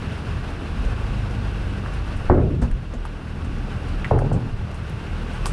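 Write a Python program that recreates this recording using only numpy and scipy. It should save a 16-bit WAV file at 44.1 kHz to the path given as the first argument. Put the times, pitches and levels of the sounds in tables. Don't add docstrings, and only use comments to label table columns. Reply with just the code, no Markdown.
import sys
import numpy as np
from scipy import signal
from scipy.fft import rfft, irfft
from scipy.io import wavfile
from scipy.ndimage import uniform_filter1d

SR = 44100
rng = np.random.default_rng(int(sys.argv[2]) if len(sys.argv) > 2 else 0)


def attenuation_scalar(level_db):
    decades = np.asarray(level_db, float) / 20
    return 10 ** decades


def file_out(sig):
    cols = np.atleast_2d(sig).T
    lim = np.clip(cols, -1, 1)
    pcm = np.round(lim * 32767).astype(np.int16)
    wavfile.write(sys.argv[1], SR, pcm)


N = 243652

DIESEL_HZ = 39.07
# (multiple of firing rate [1], level [dB])
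DIESEL_ORDERS = [(2, -33.5), (3, -43.5), (4, -41.5), (5, -42.5), (6, -49.5), (11, -60), (12, -54),
                 (30, -56.5)]
# (time [s], level [dB])
DIESEL_LOAD = [(0, -39), (.8, -33), (2.0, -46), (2.95, -27), (3.25, -34.5), (3.5, -31.5), (4.2, -29),
               (4.7, -50), (5.1, -27.5), (5.52, -29)]
# (time [s], firing rate [Hz], level [dB])
OWN_ENGINE = [(.6, 53.9, -36), (.85, 52.7, -27.5), (1.2, 51.58, -24), (1.6, 50.74, -24.5),
              (2.0, 48.07, -26.5), (2.3, 47.6, -29), (2.6, 49, -69)]
# (multiple of firing rate [1], level [dB])
OWN_ORDERS = [(1, -3.5), (2, -6.5), (4, -16)]
# (start [s], full effort [s], end [s], full firing rate [Hz], level [dB])
PULLS = [
    (0.753, 1.107, 3.4, 32.8, -30.5),
    (4.314, 4.567, 3.85, 29.0, -39.5),
]
# (multiple of firing rate [1], level [dB])
AHEAD_ORDERS = [(1, -36), (2, -20), (3, -8.5), (4, -3.5)]
IDLE_SHARE, EASE_DB, OFF_DB = 0.72, -17, -34

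# (frequency [Hz], level per Hz [dB])
WASH_COLOUR = [(180, -28.5), (300, 1.5), (430, 0), (540, -4), (850, -3.5), (1060, -7), (1440, -7.5),
               (1880, -12), (2750, -14), (3740, -19.5), (5500, -25), (7100, -37.5), (8600, -33.5),
               (10000, -35)]
# (time [s], level [dB])
NEARNESS = [(0, -36.5), (.7, -38), (.9, -36), (1.3, -37.5), (2.2, -38), (2.8, -40), (3.5, -39.5),
            (3.9, -38), (4.6, -40.5), (5.2, -38), (5.52, -35.5)]
# (frequency [Hz], width [Hz], level [dB])
CASINGS = [(1118, 31, -56), (1475, 250, -48.5), (2676, 330, -52)]
# (frequency [Hz], level per Hz [dB])
LURCH_COLOUR = [(12, -10), (22, -12.5), (32, -15), (50, -17), (80, -19)]
# (time [s], level [dB])
LURCHES = [(.18, -56), (.85, -22.5), (1.6, -35), (2.25, -28.5), (2.75, -22), (3.37, -38.5), (3.65, -33),
           (4.03, -32.5), (4.5, -28), (4.73, -62), (5.25, -47)]
LURCH_S, CALM_DB = 0.068, -34
# (frequency [Hz], level per Hz [dB])
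RUMBLE_COLOUR = [(32, -20), (55, -7), (106, -0.5), (195, -11), (274, -12), (383, -23), (452, -27),
                 (500, -28), (650, -29), (1100, -120)]
# (time [s], level [dB])
ROLLING_SPEED = [(0, -31), (.7, -29.5), (1.1, -30.5), (2.2, -31.5), (2.85, -32), (3.4, -31), (4.0, -29.5),
                 (4.9, -30.5), (5.52, -31.5)]
# (time [s], level [dB])
SHUDDERS = [
    (2.30, -20.5),
    (4.11, -20),
]
SHUDDER_RISE_S, SHUDDER_T60 = 0.24, 0.57

# (time [s], level [dB], centre [Hz], time to fade by 60 dB [s])
GRIT = [(0.848, -50, 6050, 0.11), (1.309, -50, 4970, .024), (1.936, -50, 8700, .12),
        (2.165, -51, 8560, 0.12), (2.616, -44, 7510, 0.12), (2.621, -41.5, 4400, 0.17),
        (2.714, -45, 8100, 0.014), (2.937, -48, 6400, .099), (3.052, -44, 10000, .07),
        (3.055, -55, 3600, .078), (3.446, -51.5, 7700, .1), (3.584, -52, 4950, 0.018),
        (3.886, -53, 8500, .12), (4.045, -47, 3800, .05), (4.188, -45, 4200, .03), (4.187, -45, 9200, 0.12),
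        (4.327, -45, 7400, .15), (4.714, -51, 10600, .02), (4.743, -50.5, 8900, 0.13),
        (4.896, -47, 10700, 0.037), (5.333, -52, 8600, 0.18), (5.4572, -34.5, 8100, .21),
        (5.4574, -27.5, 3620, 0.0086), (5.4574, -39.5, 12000, 0.18), (5.465, -33, 8000, .05)]
CHIME_DB, CHIME_WIDTH_HZ, CHIME_RATIO = -14, 78, 1.1
# (time [s], peak level [dB], centre [Hz])
RATTLES = [(0.847, -27, 485), (1.861, -22, 1290), (2.165, -42, 650), (2.617, -28.5, 960),
           (2.622, -27, 1600), (2.714, -28.5, 1520), (2.936, -27.5, 910), (3.0526, -18, 990),
           (3.057, -32.5, 940), (3.273, -32, 1540), (4.0451, -16.5, 1910), (4.049, -22, 1290),
           (4.19, -19.5, 1336), (4.744, -29, 830), (5.4572, -26, 2820), (5.4581, -16.5, 950),
           (5.4655, -22.5, 1080)]
RATTLE_T60 = 0.074

# (time [s], peak [dB], centre [Hz], wave spread [ms], ring [dB])
FIRST_SLAM = [
    (2.2987, 2, 640, 3.52, -3),
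    (2.376, -6, 374, 2.5, -11.5),
]
# (time [s], peak [dB], centre [Hz], wave spread [ms], ring [dB])
SECOND_SLAM = [
    (4.1102, -6, 555, 14.0, -9.5),
    (4.140, -11, 510, 2.93, -16),
    (4.2175, -15, 525, 16, -24),
    (4.248, -18, 450, 3.93, -25),
    (4.3140, -16, 570, 15, -19.5),
    (4.365, -26, 393, 12.3, -33),
]
# (time [s], peak [dB], centre [Hz], wave spread [ms], ring [dB])
SETTLING = [
    (2.621, -18, 470, 3.6, -13),
    (2.645, -25, 350, 6.45, -35),
    (2.938, -22.5, 423, 5.4, -24.5),
]
# (frequency [Hz], level per Hz [dB])
FIRST_RING = [(29, -28), (50, -3.5), (80, -15.5), (136, -6.5), (249, -12), (288, -12), (361, -7.5),
              (438, -13.5), (475, -12.5), (824, -18.5), (985, -21.5), (1360, -22.5), (2400, -43),
              (3120, -82), (5280, -120)]
# (frequency [Hz], level per Hz [dB])
SECOND_RING = [(29, -36), (50, -8), (102, -22), (132, -1.5), (163, -23), (222, -19.5), (431, -7.5),
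               (657, -21.5), (824, -15), (1030, -26), (1430, -31.5), (1940, -45), (2400, -52), (3120, -74),
               (5280, -120)]
# (frequency [Hz], time to fade by 60 dB [s])
FIRST_DECAY = [(60, 1.46), (250, 0.84), (550, 0.6), (1000, 0.21), (1900, 0.27)]
# (frequency [Hz], time to fade by 60 dB [s])
SECOND_DECAY = [(60, 0.59), (250, 0.34), (700, 0.44), (1900, 0.3)]
# (frequency [Hz], time to fade by 60 dB [s])
SETTLING_DECAY = [(60, 0.72), (250, 0.22), (1900, 0.12)]
# (frequency [Hz], level against the ring [dB], time to fade by 60 dB [s])
FIRST_BOOM = [(32.4, -6.5, 1), (77.3, -1.5, 0.38), (90.3, -9, .8), (106.9, -6.5, 0.53), (260, -11.5, 0.48),
              (190.7, -14, 0.24), (302, -15.5, 0.55), (357, -2.5, 0.17)]
# (frequency [Hz], level against the ring [dB], time to fade by 60 dB [s])
SECOND_BOOM = [(39.4, -7, 0.7), (88.4, -4.5, 0.68), (111.2, -2.5, 0.59), (129.4, -5, .8),
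               (196.5, -19, 0.36), (437, -19, 0.87)]

# (frequency [Hz], level [dB])
MICROPHONE = [(5, -20), (25, -1), (9900, -1), (11200, -10), (13800, -17), (14900, -27), (15200, -64)]
QUICK_DB_PER_S, QUICK_OVER_DB, QUICK_SHARE = 129, 7.5, 0.44


def evened(x):
    return x / np.sqrt(np.mean(x ** 2) + 1e-20)


def read(points, hz):
    f, value = np.transpose(points)
    return np.interp(np.log(hz + 1), np.log(f + 1), value, left=-90, right=-90)


def curves(rows):
    s, *columns = np.transpose(rows)
    return [np.interp(np.arange(N) / SR, s, c) for c in columns]


def add(mix, s, sound):
    part = mix[round(s * SR):][:len(sound)]
    part += sound[:len(part)]


def drift(low_hz, top_hz):
    t = np.arange(0, N + 200, 200) / SR
    rates = np.geomspace(low_hz, top_hz, num=20)
    slow = sum(np.sin(2 * np.pi * (f * t + rng.random())) / np.sqrt(f) for f in rates)
    return np.interp(np.arange(N) / SR, t, evened(slow))


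def resonate(x, hz, width):
    turn = np.exp(2j * np.pi * hz * np.arange(len(x)) / SR)
    r = np.exp(-np.pi * width / SR)
    return 2 * (turn * signal.lfilter([1 - r], [1, -r], x / turn)).real


def noise(colour, size, patchy_db):
    hz = np.fft.rfftfreq(size, 1 / SR)
    a, b, patches = rng.standard_normal((N // (size // 4) + 5, len(hz), 3)).T
    patches = uniform_filter1d(patches, size=10, axis=0)
    patches = evened(uniform_filter1d(patches, size=8, axis=1))
    level_db = read(colour, np.minimum(hz, 10000))[:, None] + patchy_db * patches
    z = (a + 1j * b) * attenuation_scalar(level_db)
    return evened(signal.istft(z, nperseg=size, noverlap=size * 3 // 4)[1][:N])


def orders(hz, table, waver_db):
    turns = np.cumsum(hz) / SR
    out = np.zeros(N)
    for k, db in table:
        level = np.sqrt(2) * attenuation_scalar(db + waver_db * drift(1.6, 13))
        out += level * np.sin(2 * np.pi * (k * turns + rng.random()))
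    return out


def ferry_diesel():
    firing = DIESEL_HZ * (1 + 0.00411 * drift(.3, 1.8))
    steady = orders(firing, DIESEL_ORDERS, waver_db=1.5)
    lowest = orders(firing, [(0.95, 0.01)], waver_db=3.0)
    return steady + attenuation_scalar(curves(DIESEL_LOAD)[0]) * lowest


def machinery_wash():
    casings = np.zeros(N)
    for hz, width, db in CASINGS:
        casings += attenuation_scalar(db + 41) * evened(resonate(rng.standard_normal(N), hz, width))
    level = attenuation_scalar(curves(NEARNESS)[0] + 0.8 * drift(5, 35))
    return level * (noise(WASH_COLOUR, size=512, patchy_db=1.2) + casings)


def lurches():
    t = np.arange(N) / SR
    level = attenuation_scalar(CALM_DB) + sum(attenuation_scalar(db) * np.exp(-((t - s) / LURCH_S) ** 2) for s, db in LURCHES)
    return level * noise(LURCH_COLOUR, size=4096, patchy_db=3.0)


def pulls():
    rows = []
    for start, full, end, hz, db in PULLS:
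        rows += [(start - .05, IDLE_SHARE * hz, db - 60),
                 (start, IDLE_SHARE * hz, db + OFF_DB),
                 (full, hz, db),
                 (end, hz, db + EASE_DB),
                 (end + .1, hz, db - 60)]
    return rows


def car_engine(rows, table):
    hz, db = curves(rows)
    wavering_hz = hz * (1 + 0.0088 * drift(1.3, 11.0))
    return attenuation_scalar(db) * orders(wavering_hz, table, waver_db=1.5)


def tyre_rumble():
    t = np.arange(N) / SR
    level = attenuation_scalar(curves(ROLLING_SPEED)[0])
    for s, db in SHUDDERS:
        rise = np.clip((t - s) / SHUDDER_RISE_S, 0, 1)
        fade_s = np.maximum(t - s - SHUDDER_RISE_S, 0)
        level += rise * attenuation_scalar(db - 60 * fade_s / SHUDDER_T60)
    return level * noise(RUMBLE_COLOUR, size=4096, patchy_db=3.5)


def grit():
    out, t = np.zeros(N), np.arange(6000) / SR
    for s, db, hz, t60 in GRIT:
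        fading = attenuation_scalar(-60 * t / max(t60, .004)) + .2 * attenuation_scalar(-60 * t / 0.0091)
        burst = rng.standard_normal(6000) * fading
        fizz = resonate(resonate(burst, hz, 3200), hz, 4200) + resonate(burst, 5700, 3500)
        chime = resonate(burst, hz, CHIME_WIDTH_HZ) + resonate(burst, hz * CHIME_RATIO, CHIME_WIDTH_HZ)
        fizz = evened(fizz) + attenuation_scalar(CHIME_DB) * evened(chime)
        add(out, s, attenuation_scalar(db) * fizz / np.std(fizz[:200]))
    return out


def arrival(f, hz, spread_ms):
    return spread_ms / 1000 * (np.sqrt(hz / f) - .65)


def bending_wave(hz, spread_ms, width=0.53):
    f = np.fft.rfftfreq(4096, 1 / SR) + 1
    shape = np.exp(-(np.log(f / hz) / width) ** 2)
    delay_s = arrival(f, hz, spread_ms) + 200 / SR
    wave = -irfft(shape * np.exp(-2j * np.pi * np.cumsum(delay_s) * SR / 4096))
    return wave / abs(wave).max()


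def rattles():
    out, t = np.zeros(N), np.arange(4000) / SR
    for s, db, hz in RATTLES:
        burst = rng.standard_normal(4000) * attenuation_scalar(-60 * t / RATTLE_T60)
        rattle = resonate(resonate(burst, hz, 460), hz, 1100)
        add(out, s, attenuation_scalar(db - 18) * rattle / np.std(rattle[:300]))
        add(out, s - 200 / SR, attenuation_scalar(db) * bending_wave(hz, spread_ms=2.303, width=0.39))
    return out


def ramp_plate(blows, colour, decay, boom):
    out = np.zeros(N)
    t = np.arange(SR // 13)[:, None] * 8 / SR
    hz = np.linspace(45, 2400, num=400) + rng.uniform(-3, 3, size=400)
    decay_hz, decay_t60 = np.transpose(decay)
    t60 = np.interp(np.log(hz), np.log(decay_hz), decay_t60)
    size = attenuation_scalar(read(colour, hz))
    dying = (attenuation_scalar(-60 * t / t60) * np.exp(2j * np.pi * hz * t)).astype(np.complex64)

    boom_hz, boom_db, boom_t60 = np.transpose(boom)
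    deep_tones = attenuation_scalar(-60 * t / boom_t60) * np.sin(2 * np.pi * boom_hz * t)
    deep = deep_tones @ attenuation_scalar(boom_db)
    deep = signal.resample_poly(deep, up=8, down=1)

    for s, db, centre_hz, spread_ms, ring_db in blows:
        phase = rng.uniform(0, 2 * np.pi, len(hz))
        late = np.maximum(t - arrival(hz, centre_hz, spread_ms) - .0015, 0)
        building = 1 - np.exp(-late * hz / 2.0)
        ring = ((dying * building) @ (size * np.exp(1j * phase))).imag
        ring = signal.resample_poly(ring / np.linalg.norm(size), up=8, down=1)
        add(out, s, attenuation_scalar(ring_db) * ring)
        add(out, s + spread_ms / 1000 * 0.556, attenuation_scalar(ring_db) * deep)
        add(out, s - 200 / SR, attenuation_scalar(db) * bending_wave(centre_hz, spread_ms))
    return out


def scene():
    background = ferry_diesel() + machinery_wash() + lurches()
    cars = car_engine(pulls(), AHEAD_ORDERS) + car_engine(OWN_ENGINE, OWN_ORDERS) + tyre_rumble()
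    small_sounds = grit() + rattles()
    settling_boom = [(57.2, 5, 0.26), (239.4, -2.5, 0.23)]
    settling = ramp_plate(SETTLING, FIRST_RING, SETTLING_DECAY, settling_boom)
    slams = ramp_plate(FIRST_SLAM, FIRST_RING, FIRST_DECAY, FIRST_BOOM)
    slams += ramp_plate(SECOND_SLAM, SECOND_RING, SECOND_DECAY, SECOND_BOOM)
    return (background + cars + small_sounds + settling + slams)[None]


def held(power_db, db_per_s):
    fall = np.arange(N) * db_per_s / SR
    return np.maximum.accumulate(power_db + fall) - fall


def low_pass(x):
    return signal.sosfilt(signal.butter(12, 14930, fs=SR, output="sos"), x)


def record(dry):
    response = attenuation_scalar(read(MICROPHONE, np.fft.rfftfreq(N, 1 / SR)))
    heard = irfft(rfft(dry) * response, N)
    power_db = 10 * np.log10(abs(uniform_filter1d(heard[0] ** 2, size=200)) + 1e-12)
    slow_over_db = np.maximum(held(power_db, db_per_s=10.5) + 15.5, 0)
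    quick_over_db = np.maximum(held(power_db, QUICK_DB_PER_S) + QUICK_OVER_DB, 0)
    over_db = slow_over_db + QUICK_SHARE * quick_over_db
    ducked = heard / attenuation_scalar(0.38 * uniform_filter1d(over_db, size=120, origin=40))
    return low_pass(ducked)


dry = scene()
out = record(dry)
file_out(out)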